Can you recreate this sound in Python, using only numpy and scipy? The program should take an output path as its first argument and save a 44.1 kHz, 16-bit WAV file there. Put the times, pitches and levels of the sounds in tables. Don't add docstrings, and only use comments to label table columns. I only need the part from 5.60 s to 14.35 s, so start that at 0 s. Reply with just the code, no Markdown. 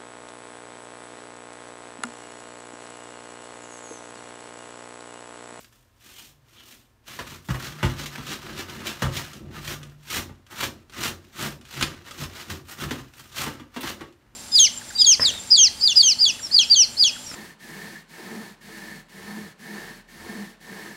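import sys
import numpy as np
from scipy import signal
from scipy.io import wavfile
from scipy.ndimage import uniform_filter1d

SR = 44100
rng = np.random.default_rng(int(sys.argv[2]) if len(sys.argv) > 2 else 0)


def digitize_waveform(pressure):
    field = np.atleast_2d(pressure).T
    bounded = np.clip(field, -1, 1)
    quanta = np.round(bounded * 32767).astype(np.int16)
    wavfile.write(sys.argv[1], SR, quanta)


N = 385875


# (frequency [Hz], density [dB per Hz])
AIR_SPECTRUM = [(20, -11), (45, 4), (120, -2.5), (175, -16), (240, -9), (400, -13), (700, -15.5),
                (1000, -19.5), (1300, -17.5), (3000, -25), (8000, -32), (15000, -34.5)]
AIR_RMS_DB = -63
# (frequency [Hz], rms level [dB])
ROOM_TONES = [(118.4, -68.5), (242, -78.5), (947.5, -81), (1055, -80.5), (1755, -85.5)]
# (frequency [Hz], t60 [s])
ROOM_DECAY = [(100, 0.4), (500, 0.33), (2000, 0.17), (6000, 0.22), (14000, 0.21)]
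# (frequency [Hz], level [dB], t60 [s])
WALL_MODES = [(55, -4.5, 0.22), (67, -2.5, 0.17), (90.1, -5.5, 0.33), (127, 1, 0.24), (146.8, 0.5, 0.18),
              (164, 1.5, 0.092), (204.4, -3, 0.13)]
# (frequency [Hz], level [dB], t60 [s])
DUCT_MODES = [(570.4, 6.5, 0.22), (930, -23, 0.18), (1126, -1.5, 0.18), (1180, 11, 0.31), (1360, 7, 0.09),
              (1790, 20.5, 0.063), (2060, -13, 0.13), (2706, 24, 0.023), (2895, 21.5, 0.032),
              (4190, 18, 0.035)]
# (frequency [Hz], level [dB], t60 [s])
PAN_MODES = [(243, 4, 0.071), (295.3, 1, 0.11), (348.7, -2, 0.17), (424.4, -11.5, 0.21), (490, -15, 0.093),
             (885, -6, 0.073), (1253, -15, 0.12), (1914, -2.5, 0.025), (2770, -19, 0.056), (3340, -2, 0.02)]
# (time at full level [s], rise [s], hold [s], fall [s], rms level [dB])
LEANS = [(.7, 0.082, .15, .1, -64), (2.15, 0.34, 0.36, .45, -45), (3.55, .3, 0.063, 0.26, -44.5),
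         (4.1, 0.25, 0.089, 0.45, -42.5), (5.835, 0.055, .03, .08, -41), (6.19, 0.04, 0.034, .06, -36.5),
         (6.62, 0.032, 0.011, 0.055, -34.5)]
# (frequency [Hz], density [dB per Hz])
RUMBLE_SPECTRUM = [(25, -45), (38, -28), (52, -10), (74, -13.5), (90, -3.5), (112, -10), (138, -2.5),
                   (175, -11), (300, -25.5), (1000, -63)]
# (frequency [Hz], density [dB per Hz])
BLOCK_SPECTRUM = [(90, -15), (175, -12), (212, 4.5), (245, -0.5), (290, -2), (345, 1.5), (430, -10),
                  (700, -15), (2000, -59.5)]
# (time [s], level [dB])
WALL_FIRMNESS = [(0, -20), (1.1, -16), (1.7, 2), (2.7, -8.5), (4.2, 2.5), (5.4, -6), (5.9, -2), (6.7, -2),
                 (7.3, 0), (7.85, -1), (8.2, -8)]
# (time [s], level [dB])
TICK_EVENTS = [(0.045, -47), (.126, -53.5), (0.418, -61), (0.884, -58), (2.979, -36), (3.097, -36.5),
               (3.203, -43), (3.733, -38), (4.231, -39.5), (4.297, -54), (4.866, -50.5), (5.297, -46.5),
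               (5.336, -42), (5.406, -33), (6.012, -47), (6.052, -45.5), (6.2108, -23), (6.2258, -16),
               (6.51, -35.5), (6.638, -32), (7.537, -47.5), (7.596, -44), (7.657, -48.5), (7.725, -46),
               (8.525, -56)]
# (frequency [Hz], density [dB per Hz])
TICK_SPECTRUM = [(300, 0), (800, -9), (1300, 2.5), (2200, -4.5), (2950, 3), (3700, -2.5), (6000, -6),
                 (9000, -11.5), (15000, -22)]
# (time at full level [s], rise [s], hold [s], fall [s], level [dB])
RASPS = [(.595, 0.091, .01, 0.069, -51), (.995, 0.054, 0.0084, 0.044, -51), (6.213, .05, .005, 0.035, -40)]
# (time [s], level [dB], fizz over it [dB])
SWISHES = [(2.458, -33, -20), (2.754, -46, -18), (3.267, -28.5, -21), (3.566, -28.5, -20),
           (4.501, -33, -19), (6.224, -46, -6), (7.779, -30.5, -18), (8.207, -38, -1), (8.313, -44, -12)]
# (time [s], crack [dB], wall boom [dB], dustpan clack [dB], treble over the crack [dB])
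KNOCKS = [(1.59, -32.5, -37.5, -41.5, -8), (1.887, -37, -22, -30, -6), (1.903, -33, -29, -60, -7),
          (1.943, -33, -43, -40, -18), (2.229, -24, -15.5, -24, -13), (2.251, -32, -47, -29, -6),
          (2.58, -43, -35, -36.5, -13), (3.263, -48, -51, -53, 6), (3.421, -24, -21, -25, -6.5),
          (3.452, -31, -21, -45, -23), (4.692, -50, -46, -46.5, -21), (5.026, -30.5, -36, -36, -5),
          (5.452, -34, -52, -51, 0), (5.843, -42, -40, -42, -12), (6.211, -40, -46, -52, -2),
          (6.611, -40, -44, -38, -14), (7.248, -52, -33.5, -43, -10), (7.309, -33, -37, -28.5, 0),
          (7.389, -56, -42.5, -49, -15), (7.865, -32, -58, -34.5, -19), (7.998, -46, -49, -42, -9.5),
          (8.163, -34, -51, -31.5, -8.5), (8.232, -38, -41, -32.5, 0), (8.408, -37, -45, -36.5, -29)]
# (frequency [Hz], density [dB per Hz])
CRACK_SPECTRUM = [(150, -32.5), (550, 4.5), (700, -2.5), (1000, 3.5), (1700, 2), (2300, -5), (3300, -11.5),
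                  (4400, -17.5), (8000, -21.5), (15000, -32)]
# (frequency [Hz], density [dB per Hz])
HISS_SPECTRUM = [(400, -12), (1500, -4), (2400, 0.5), (3100, 2), (4200, -0.5), (4950, -4.5), (5600, -2.5),
                 (7300, -6.5), (8400, -11.5), (10400, -14.5), (15500, -14)]
# (frequency [Hz], density [dB per Hz])
FIZZ_SPECTRUM = [(2000, -41), (5000, 4.5), (7000, 4.5), (9500, 4.5), (10400, -3.5), (11500, 4), (15500, 3)]
# (frequency [Hz], density [dB per Hz])
SCRAPE_SPECTRUM = [(200, -12.5), (400, -6), (580, -2), (720, -2.5), (1050, 2), (1380, 4.5), (1900, 3.5),
                   (2400, -5.5), (3000, -16), (5000, -10.5), (9000, -56), (15000, -37)]
# (time at full pressure [s], rise [s], hold [s], fall [s], hiss [dB],
# scrape over hiss [dB], rumble over hiss [dB], fizz over hiss [dB])
STROKES = [(0.0, 0.049, 0.0092, 0.13, -55.5, -8, -6, 0.5), (0.13, 0.03, 0.03, 0.16, -61.5, -7, -11.0, -2.5),
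           (0.451, 0.07, 0.068, 0.096, -50.5, -9, -6.5, -7.0),
           (0.6, 0.2, 0.051, 0.097, -47.5, -16, -12.5, -4.0),
           (0.89, 0.028, 0.05, 0.084, -72, -13, -15.5, 4),
           (1.004, 0.17, 0.0085, 0.12, -51.5, -7.5, -7.5, -12),
           (1.083, 0.076, 0.042, 0.14, -50, -10, -4, -3.5),
           (1.483, 0.03, 0.055, 0.31, -42, -4.5, -6.5, -10),
           (1.704, 0.15, 0.052, 0.058, -44.0, -3, -6, -10), (1.887, 0.061, 0.053, 0.146, -49, -7, -3, 0),
           (2.028, 0.081, 0.059, 0.086, -35, -5, -7.0, -13.0),
           (2.235, 0.157, 0.063, 0.36, -42, 0.5, -5, -13), (2.396, 0.04, 0.033, 0.068, -34, -5, -3, -14),
           (2.527, 0.037, 0.079, 0.205, -43.0, 0.5, -6.5, -12),
           (2.679, 0.052, 0.064, 0.044, -33.5, -5.5, -5, -17.0),
           (2.83, 0.061, 0.15, 0.14, -43, 1, 4.5, -15.0), (2.993, 0.07, 0.018, 0.038, -32.5, -5.5, -9, -19),
           (3.1, 0.088, 0.14, 0.15, -44, 2, 4, -11), (3.264, 0.029, 0.02, 0.12, -32.5, -3.0, -7, -16.5),
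           (3.401, 0.04, 0.054, 0.2, -40.5, -3.5, -11, -16.0),
           (3.55, 0.033, 0.02, 0.14, -31, -2.5, -5, -10.5),
           (3.752, 0.062, 0.016, 0.07, -45.5, -3.5, 2.0, -11),
           (3.809, 0.054, 0.13, 0.099, -67, 5.5, 23.5, -15),
           (3.975, 0.07, 0.004, 0.027, -41.5, 3, 1, -12.5),
           (4.085, 0.092, 0.043, 0.056, -33.0, -4.5, -6.5, -8.5),
           (4.224, 0.048, 0.04, 0.17, -59.5, 2.5, 8.5, -5), (4.565, 0.097, 0.018, 0.053, -26, -6, -8.5, -8),
           (4.922, 0.043, 0.0063, 0.069, -47.5, 3.5, 0.5, -4),
           (5.028, 0.073, 0.0055, 0.051, -24, -5.5, -8.5, -11),
           (5.374, 0.056, 0.025, 0.096, -37, -1, 1, -20), (5.45, 0.084, 0.031, 0.04, -26, -6, -8.5, -9),
           (5.64, 0.074, 0.043, 0.24, -60, -10, -2, -12), (5.8, 0.061, 0.057, 0.08, -30.5, -3.5, -3.5, -9),
           (6.157, 0.11, 0.046, 0.067, -37.0, -6, -11, -13.0), (6.199, 0.058, 0.027, 0.2, -37, 1.5, 2, -21),
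           (6.472, 0.052, 0.1, 0.1, -48, -1, -9, -11),
           (6.602, 0.081, 0.038, 0.036, -36.5, -6.5, -1.5, -8.5),
           (6.795, 0.13, 0.025, 0.076, -38.5, -2.5, -13, -13),
           (6.91, 0.067, 0.0067, 0.095, -35.0, -3.5, -1, -10.5),
           (7.109, 0.055, 0.014, 0.036, -40, -1, -17, -3), (7.214, 0.053, 0.024, 0.044, -34, -1, 0, -8.5),
           (7.303, 0.17, 0.073, 0.14, -45, 1.0, -7, -10), (7.592, 0.091, 0.0054, 0.15, -47.5, -3.5, -6, -3),
           (7.789, 0.073, 0.05, 0.095, -30.5, -5.5, -9.5, -8),
           (7.858, 0.052, 0.007, 0.152, -42, 4.5, 4.5, -18), (8.146, 0.029, 0.025, 0.099, -50, 1.5, 0, -10),
           (8.27, 0.1, 0.027, 0.069, -34.0, -1.5, -2, -10), (8.405, 0.062, 0.045, 0.12, -56, 5, 2, -22),
           (8.61, 0.061, 0.14, 0.12, -72, 6, 10.5, -13)]
# (hiss [dB], scrape [dB], rumble [dB], fizz [dB])
TRAIL_DB = (-20, -15, -2.5, -32)
TRAIL_FALL_S = 0.18
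CONTROL_HZ = 1000
RISE_CURVE = 1.2
SHAKE_LAG_S = 0.013
EDGE_HZ = 15650


def amp(db):
    return 10 ** (np.asarray(db) / 20)


def unit(x):
    return x / np.sqrt(np.mean(x ** 2) + 1e-20)


def read(points, hz):
    table_hz, value = np.transpose(points)
    return np.interp(np.log(hz + 1), np.log(table_hz + 1), value)


def follow(rows):
    time_s, *columns = np.transpose(rows)
    return [np.interp(np.arange(N) / SR, time_s, column) for column in columns]


def add(mix, time_s, sound):
    part = mix[max(round(time_s * SR), 0):][:len(sound)]
    part += sound[:len(part)]


def late(x, delay_s):
    return np.interp(np.arange(N) - delay_s * SR, np.arange(N), x, left=0)


def through(x, response):
    return signal.oaconvolve(x, response / np.linalg.norm(response))[:N]


def colour(x, spectrum, size=4096):
    hz = abs(np.fft.fftfreq(size, 1 / SR))
    log_gain = np.log(amp(read(spectrum, hz)))
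    response = np.fft.ifft(np.exp(np.conj(signal.hilbert(log_gain)))).real
    return through(x, response)


def ring(x, modes):
    t = np.arange(SR // 2) / SR
    response = np.zeros(len(t))
    for k, (hz, db, t60_s) in enumerate(modes):
        response += (-1) ** k * amp(db - 60 * t / t60_s) * np.sin(2 * np.pi * hz * t)
    return through(x, response)


def flicks(per_s, spread_db, smooth):
    size = amp(spread_db * np.minimum(rng.exponential(1, N), 4))
    clicks = size * rng.choice([-1, 1], N) * (rng.random(N) < per_s / SR)
    return unit(unit(clicks) + smooth * rng.standard_normal(N))


def clumps(length_s):
    return unit(uniform_filter1d(rng.standard_normal(N), max(int(length_s * SR), 2)))


def contact(scatter, fall_s, rise_s=0.00023):
    t = np.arange(SR // 10) / SR
    rattle = rng.standard_normal(len(t)) * np.exp(-t / fall_s) * (1 - np.exp(-t / rise_s))
    blow = (t == 0) + scatter * rattle / np.linalg.norm(rattle)
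    return blow / np.linalg.norm(blow) * np.sqrt(SR / 100)


def waver(hz, wander_hz):
    drift = unit(uniform_filter1d(rng.standard_normal(N), size=3000))
    return np.sqrt(2) * np.sin(2 * np.pi * np.cumsum(hz + wander_hz * drift) / SR)


def swell(full_s, rise_s, hold_s, fall_s):
    t = np.arange(N * CONTROL_HZ // SR + 1) / CONTROL_HZ - full_s
    before = np.maximum(-t / rise_s, 0) ** RISE_CURVE
    after = np.maximum((t - hold_s) / fall_s, 0)
    return amp(-20 * (before + after))


def level(gains):
    db = 10 * np.log10(np.sum(np.square(gains), axis=0) + 1e-14)
    return np.interp(np.arange(N) * CONTROL_HZ / SR, np.arange(len(db)), db)


def swells(rows):
    return amp(level([amp(db) * swell(*shape) for *shape, db in rows]))


def strokes():
    layers = []
    for full_s, rise_s, hold_s, fall_s, hiss_db, *over_db in STROKES:
        press = swell(full_s, rise_s, hold_s, fall_s)
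        trail = swell(full_s, rise_s, hold_s, TRAIL_FALL_S)
        gains = []
        for db, trail_db in zip([0, *over_db], TRAIL_DB):
            gains.append(amp(hiss_db + db) * np.maximum(press, amp(trail_db) * trail))
        layers.append(gains)
    hiss_db, *others_db = [level(layer) for layer in zip(*layers)]
    return [hiss_db] + [other_db - hiss_db for other_db in others_db]


def room(x, gap_s=.003):
    t = np.arange(SR // 2) / SR
    taps = rng.standard_normal(len(t)) * (rng.random(len(t)) < 4000 / SR) * (t > gap_s)
    hz, age_s, bins = signal.stft(taps, SR, nperseg=256)
    decay = amp(-60 * age_s / read(ROOM_DECAY, hz)[:, None])
    return through(x, signal.istft(bins * decay, SR, nperseg=256)[1])


def moving_room(x, count=4, turn_hz=7):
    turn = 2 * np.pi * turn_hz * np.arange(N) / SR
    echoes = sum(room(x * np.cos(turn + np.pi * k / count)) for k in range(count))
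    return echoes * np.sqrt(2 / count)


def still_air():
    return amp(AIR_RMS_DB) * colour(rng.standard_normal(N), AIR_SPECTRUM)


def room_tones():
    return sum(amp(db) * waver(hz, wander_hz=6.25) for hz, db in ROOM_TONES)


def drone():
    return swells(LEANS) * waver(hz=146.0, wander_hz=4.18)


def rumble(block_db=-4, wall_db=-2.5, boom_db=-8, boom_hz=90, boom_t60_s=0.5):
    hiss_db, _, weight_db, _ = strokes()
    push = late(amp(hiss_db + weight_db), SHAKE_LAG_S)
    block = push * colour(flicks(per_s=400, spread_db=2.5, smooth=0.41), BLOCK_SPECTRUM)
    shake = colour(flicks(per_s=380, spread_db=1.0, smooth=0.88), RUMBLE_SPECTRUM)
    wall = push * amp(follow(WALL_FIRMNESS)[0]) * shake
    boom = amp(boom_db) * unit(ring(wall, [(boom_hz, 0, boom_t60_s)])) * wall.std()
    return amp(block_db) * block + amp(wall_db) * wall + boom


def grit(gain_db=-2):
    hits = np.zeros(N)
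    for time_s, db in TICK_EVENTS:
        add(hits, time_s, amp(db) * contact(scatter=2.4, fall_s=0.0066))
    return amp(gain_db) * colour(hits, TICK_SPECTRUM)


def knocks(crack_gain_db=3, boom_gain_db=1.5, pan_gain_db=3, duct_db=-11, flex_s=0.0012):
    crack, splay, wall, pan = np.zeros((4, N))
    for time_s, crack_db, boom_db, pan_db, treble_db in KNOCKS:
        add(crack, time_s, amp(crack_db) * contact(scatter=8.4, fall_s=0.016, rise_s=0.00022))
        splay_blow = contact(scatter=2.7, fall_s=0.01, rise_s=0.0034)
        add(splay, time_s, amp(crack_db + treble_db) * splay_blow)
        add(wall, time_s + flex_s, amp(boom_db) * contact(scatter=0.42, fall_s=0.022))
        add(pan, time_s, amp(pan_db) * contact(scatter=1.17, fall_s=0.016))
    sharp = colour(crack, CRACK_SPECTRUM) + amp(duct_db) * ring(crack, DUCT_MODES)
    sharp += colour(splay, HISS_SPECTRUM)
    clacks = amp(crack_gain_db) * sharp + amp(pan_gain_db) * ring(pan, PAN_MODES)
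    return clacks, amp(boom_gain_db) * ring(wall, WALL_MODES)


def swishes(gain_db=2):
    slide, fizz = np.zeros((2, N))
    for time_s, db, fizz_db in SWISHES:
        burst = contact(scatter=15, fall_s=0.0097, rise_s=0.0017)
        add(slide, time_s, amp(db) * burst)
        add(fizz, time_s, amp(db + fizz_db) * burst)
    return amp(gain_db) * (colour(slide, HISS_SPECTRUM) + colour(fizz, FIZZ_SPECTRUM))


def rasp(hz=3100, pass_width_hz=800):
    b, a = signal.iirpeak(hz, hz / pass_width_hz, fs=SR)
    chatter = flicks(per_s=2500, spread_db=7.0, smooth=0.55)
    resonant = signal.lfilter(b, a, signal.lfilter(b, a, chatter))
    return swells(RASPS) * unit(resonant)


def broom(clump_db=2.5, scratch_db=1.3, duct_gain_db=-9, hiss_gain_db=-3.0, fizz_gain_db=0,
          scrape_gain_db=-1.83, snag_from_db=-131, snag_range_db=18):
    hiss_db, scrape_db, _, fizz_db = strokes()
    snag = np.clip((hiss_db + scrape_db - snag_from_db) / snag_range_db, .2, 1)
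    stroke = amp(hiss_db + clump_db * snag * clumps(length_s=.008))
    slide = stroke * flicks(per_s=3500, spread_db=4, smooth=1.0)
    fizz = stroke * amp(fizz_db) * flicks(per_s=3000, spread_db=-1.0, smooth=0.38)
    scratch = amp(scrape_db + scratch_db * clumps(length_s=.005))
    drag = stroke * scratch * flicks(per_s=1300, spread_db=2.5, smooth=0.65)
    tips = amp(hiss_gain_db) * colour(slide, HISS_SPECTRUM)
    tips += amp(fizz_gain_db) * colour(fizz, FIZZ_SPECTRUM)
    scrape = amp(scrape_gain_db) * colour(drag, SCRAPE_SPECTRUM)
    return tips + scrape + amp(duct_gain_db) * ring(drag, DUCT_MODES)


def scene(direct_db=-1.5, room_db=-6, low_room_db=-14):
    clacks, boom = knocks()
    near = broom() + rasp() + swishes() + clacks + grit()
    low = boom + rumble()
    echo = amp(room_db) * moving_room(near) + amp(low_room_db) * room(low)
    background = still_air() + room_tones() + drone()
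    return (amp(direct_db) * near + low + echo + background)[None]


def record(dry, low_cut_hz=36):
    high_pass = signal.butter(4, low_cut_hz, "high", fs=SR, output="sos")
    cut = signal.sosfilt(high_pass, dry)
    band_limit = signal.firwin(401, EDGE_HZ, window=("kaiser", 9), fs=SR)
    return signal.oaconvolve(cut, band_limit[None], "same")


dry = scene()
out = record(dry)
digitize_waveform(out)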